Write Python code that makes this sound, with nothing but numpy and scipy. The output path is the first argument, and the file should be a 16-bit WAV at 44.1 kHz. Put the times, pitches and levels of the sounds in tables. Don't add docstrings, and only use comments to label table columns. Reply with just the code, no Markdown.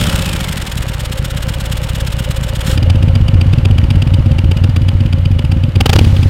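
import sys
import numpy as np
from scipy import signal
from scipy.fft import rfft, irfft
from scipy.io import wavfile
from scipy.ndimage import uniform_filter1d

SR = 44100
rng = np.random.default_rng(int(sys.argv[2]) if len(sys.argv) > 2 else 0)


def unload_wav(signal):
    wavfile.write(
        sys.argv[1],
        SR,
        np.round(np.clip(np.atleast_2d(signal).T, -1, 1) * 32767).astype(np.int16),
    )


N = 277389
T = np.arange(N) / SR
IDLE_RPM = 1000
CYCLE_DEG = 720
FLAP_OPENS_S, FLAP_SWING_S = 2.745, 0.062


def thump(crank, rpm, flap, overrun):
    # valve opens, main surge, piston pushes the rest out, both valves open.
    # angle/deg, lead/s, width/s, strength when shut, strength when open, power by which speed fades it
    puffs = [(0, .013, 0.00076, 0.019, 0.65, -2), (0, 0.0039, 0.0011, 0.77, 1, 0.5),
             (109, 0.0028, 0.0023, 0.71, 0.035, -0.5), (211.2, 0.0006, 0.001, 0.026, 1, 1.5),
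             (317, .012, 0.0013, 0.013, 0.45, -3.5), (308.9, 0, 0.002, 1, 0.9, 1),
             (449.7, 0.0019, 0.00087, 0.39, 0.1, 8.5), (531.8, 0.0022, 0.0014, 0.9, 0.74, 1)]
    # f/Hz, width/Hz, level/dB
    shut_modes = [(64.6, 39, -4.5), (122, 50, 0), (169, 55, -17)]
    burble_modes = [(89, 17, -11), (166, 32, 6.5), (197, 27, 0), (238, 18, -6.5)]
    open_modes = [(53.6, 16, -9), (92.7, 18.2, 3.5), (136.6, 47, -5), (230.2, 21.3, -2.5), (302.6, 50, -6)]
    # t/s, relative level/dB
    loudness = [(0.0, -13), (0.73, -23), (0.75, -16.5), (0.84, -19), (2.35, -16), (2.63, -17.5),
                (2.8, -8.5), (3.48, -8), (5.69, -11), (5.73, -22), (5.76, -6.5), (6.29, -6.5)]
    puff_delay_s = 0.0024
    muffler_hz = 353
    deg_per_s = rpm * 360 / 60
    shut_flow, open_flow = 0, 0
    for at_deg, lead_s, width_s, shut_size, open_size, fade in puffs:
        angle = crank + (lead_s - puff_delay_s) * deg_per_s
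        puff = once_a_cycle(angle, at_deg, width_s * deg_per_s, scatter_db=2.0, wander_deg=6.94)
        puff *= (IDLE_RPM / rpm) ** fade
        shut_flow += shut_size * puff
        open_flow += open_size * puff
    swirl = 1 + 0.11 * noise([(20, -22), (200, 6.5), (400, 14), (700, -33), (2000, -52)])
    thuds = (1 - overrun / 2) * unit(ring(shut_flow * swirl, shut_modes))
    burble = 0.44 * overrun * unit(ring(shut_flow * swirl, burble_modes))
    muffler = signal.butter(4, muffler_hz, fs=SR, output="sos")
    boom = unit(signal.sosfiltfilt(muffler, ring(open_flow * swirl, open_modes)))
    pipes = (1 - flap) * (thuds + burble) + flap * boom
    average_level = np.sqrt(uniform_filter1d(pipes ** 2, size=SR // 4))
    return undb(curve(loudness) + 1.0) * pipes / average_level


def rasp(crank, rpm, flap, throttle):
    # angle/deg, rasp level/dB, roar level/dB, random spread/dB
    cracks = [(-32.5, -19.5, -21, 1.3), (287, -30, -27.5, 3)]
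    # t/s, half length/s, level change/dB
    lean_spells = [(2.993, 0.067, -7), (4.233, 0.051, -6.5), (4.99, 0.056, -6), (5.228, 0.095, -5.5),
                   (5.662, 0.053, -7.5), (6.116, 0.05, -16)]
    # f/Hz, relative level/dB
    rasp_colour = [(1200, -9), (2000, -15), (2400, 2.5), (3000, 4.5), (3700, -3.5), (4200, -24), (4750, 2),
                   (5600, -23), (6300, -40), (6900, -16), (7600, -26), (8500, -14), (11000, -32),
                   (16000, -56)]
    roar_colour = [(250, 6.5), (500, 4.5), (650, -3.5), (780, 7), (1000, -9.5), (1250, -2), (2000, -7),
                   (4000, -8.5), (8000, -19), (16000, -25.5)]
    lead_s, width_s, ease_db_per_s = 0.003, 0.0037, 1.14
    bark_rasp_db, bark_roar_db = -12.5, -6.5
    deg_per_s = rpm * 360 / 60
    lean_db = sum(db * np.exp(-((T - s) / half_s) ** 4) for s, half_s, db in lean_spells)
    idling = (1 - throttle) * undb(lean_db - ease_db_per_s * since(FLAP_OPENS_S))
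    bright, roar = 0, 0
    for at_deg, rasp_db, roar_db, scatter_db in cracks:
        burst = once_a_cycle(crank + lead_s * deg_per_s, at_deg, width_s * deg_per_s,
                             scatter_db * (1 - throttle), wander_deg=2.2, steepness=2.55)
        bright += burst * (idling * undb(rasp_db) + throttle * undb(bark_rasp_db))
        roar += burst * (idling * undb(roar_db) + throttle * undb(bark_roar_db))
    tear = 1 + 0.18 * noise([(200, 7), (900, -6), (3000, -37)])
    return flap * tear * (bright * noise(rasp_colour) + roar * noise(roar_colour))


def chuff(crank, rpm, flap):
    breaths = [(-73, 42, 0.96), (121, 19, 0.27), (249, 37, 0.97), (501, 9.8, 0.46)]
    # f/Hz, relative level/dB
    hiss_colour = [(300, -16), (700, -17), (1000, -7.5), (1400, 3), (2200, -2.5), (3300, 4.5), (4700, -5),
                   (5400, -2.5), (6000, -10.5), (6700, -4.8), (8700, -4.8), (10500, -12), (13500, -11),
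                   (16000, -18)]
    pulses = sum(size * once_a_cycle(crank, at, width, scatter_db=0.7, wander_deg=8.7, steepness=2.44)
                 for at, width, size in breaths)
    lift = 0.63 * ramp(start_s=2.628, rise_s=0.079)
    leak = np.clip(0.072 * (rpm / IDLE_RPM) ** 1.67 + lift, 0, 1)
    flow = leak + (1 - leak) * pulses
    flutter = 1 + 0.1 * noise([(50, 20), (500, -17), (2000, -21)])
    level_db = -23.5 + 6.5 * np.log2(rpm / IDLE_RPM)
    return undb(level_db) * (1 - flap) * flow * flutter * noise(hiss_colour)


def clatter(crank, rpm, overrun):
    # f/Hz, relative level/dB
    rustle_colour = [(100, 9), (300, 5.5), (420, 1), (680, -0.5), (830, 3), (1050, 0), (1400, -1.5),
                     (2200, -3), (2950, -4), (4000, -10.5), (6000, -21), (9000, -24), (12700, -29),
                     (16000, -38)]
    # f/Hz, width/Hz, relative level/dB
    casing_modes = [(535.5, 29.6, 1), (575.4, 29, -7.5), (770, 84, -18.5), (885, 30, -15.5),
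                    (1339, 56, -17.5), (2917, 120, -15.5)]
    # t/s, level/dB
    casing_loudness = [(0, -26), (0.65, -40), (1.1, -33), (2.8, -31), (4.5, -36), (5.7, -36)]
    firing_deg, gear_teeth, ease_db_per_s = (0, 315), 90, 1.5
    load = sum(once_a_cycle(crank, at + 90, 57, scatter_db=2.5, wander_deg=56) for at in firing_deg)
    ticks = sum(once_a_cycle(crank, at + 130, 3.1, scatter_db=7, wander_deg=8.0) for at in firing_deg)
    rustle = undb(0.62) * unit(1 + 0.083 * load + 0.53 * ticks) * noise(rustle_colour)
    shaking = (0.76 + load) * rng.standard_normal(N)
    casing = 0
    for hz, width, db in casing_modes:
        tone = ring(shaking, [(hz, width, 0)])
        casing += ring(tone, [(hz, 4 * width, db)])
    waver = noise([(5, -2), (35, -4), (120, -13), (500, -62)])
    whine = undb(-17.5 + 11.5 * overrun) * np.cos(gear_teeth * np.radians(crank)) * waver
    level_db = -31 + 6 * np.log2(rpm / IDLE_RPM) - ease_db_per_s * since(FLAP_OPENS_S)
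    return undb(level_db) * (rustle + whine) + undb(curve(casing_loudness)) * unit(casing)


def rush(rpm, flap):
    # f/Hz, relative level/dB
    whistle_colour = [(12200, -70), (12600, 0), (13000, -70)]
    revving = np.clip(rpm / IDLE_RPM - 1, 0, 1)
    hiss = undb(-39.0) * revving * noise([(2000, -6), (4000, 8.5), (9000, -3.5), (16000, -10)])
    return flap * (hiss + undb(-67) * noise(whistle_colour))


def once_a_cycle(crank, at_deg, width_deg, scatter_db, wander_deg, steepness=2):
    cycle, angle = np.divmod(crank - at_deg + CYCLE_DEG / 2, CYCLE_DEG)
    timing, strength = rng.standard_normal((128, 2))[cycle.astype(int)].T
    offset = angle - CYCLE_DEG / 2 - wander_deg * timing
    return undb(scatter_db * strength) * np.exp(-.5 * np.abs(offset / width_deg) ** steepness)


def ring(x, modes):
    return sum(undb(db) * signal.lfilter(*signal.iirpeak(hz, hz / width, fs=SR), x)
               for hz, width, db in modes)


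def noise(colour):
    hz, db = np.transpose(colour)
    f = np.arange(N // 2 + 1) * SR / N
    gain = undb(np.interp(np.log(f + 1), np.log(hz), db))
    return unit(irfft(rfft(rng.standard_normal(N)) * gain, N))


def unit(x):
    return x / np.sqrt(np.mean(x ** 2))


def undb(db):
    return 10 ** (np.asarray(db) / 20)


def curve(rows):
    return np.interp(T, *np.transpose(rows))


def ramp(start_s, rise_s):
    return np.clip((T - start_s) / rise_s, 0, 1)


def since(s):
    return np.maximum(T - s, 0)


def scene():
    # t/s, speed/rpm
    speed = [(0.0, 2196), (0.22, 1779), (0.72, 1128), (1.17, 948), (1.64, 1055), (2.55, 962), (2.7, 1218),
             (2.85, 946), (3.39, 928), (3.53, 1050), (3.72, 894), (3.94, 1045), (4.45, 933), (4.96, 1003),
             (5.17, 961), (5.35, 867), (5.55, 1015), (5.77, 986), (5.85, 1285), (5.97, 2185), (6.29, 1754)]
    start_deg = -257
    blip_s, attack_s, hold_s, release_s = 5.765, 0.055, 0.15, 0.035
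    rpm = curve(speed)
    crank = start_deg + np.cumsum(rpm) * 360 / 60 / SR
    flap = ramp(FLAP_OPENS_S - FLAP_SWING_S / 2, FLAP_SWING_S)
    throttle = ramp(blip_s, attack_s) * np.exp(-since(blip_s + attack_s + hold_s) / release_s)
    overrun = (1 - flap) * np.clip((rpm - 1050) / 200, 0, 1)
    exhaust = thump(crank, rpm, flap, overrun) + chuff(crank, rpm, flap)
    exhaust += rasp(crank, rpm, flap, throttle) + rush(rpm, flap)
    return (exhaust + clatter(crank, rpm, overrun))[None]


def record(dry):
    top_hz = 15850
    rounded = dry / (1 + dry ** 14) ** (1 / 14)
    return signal.sosfilt(signal.ellip(12, .2, 90, top_hz, fs=SR, output="sos"), rounded)


dry = scene()
out = record(dry)
unload_wav(out)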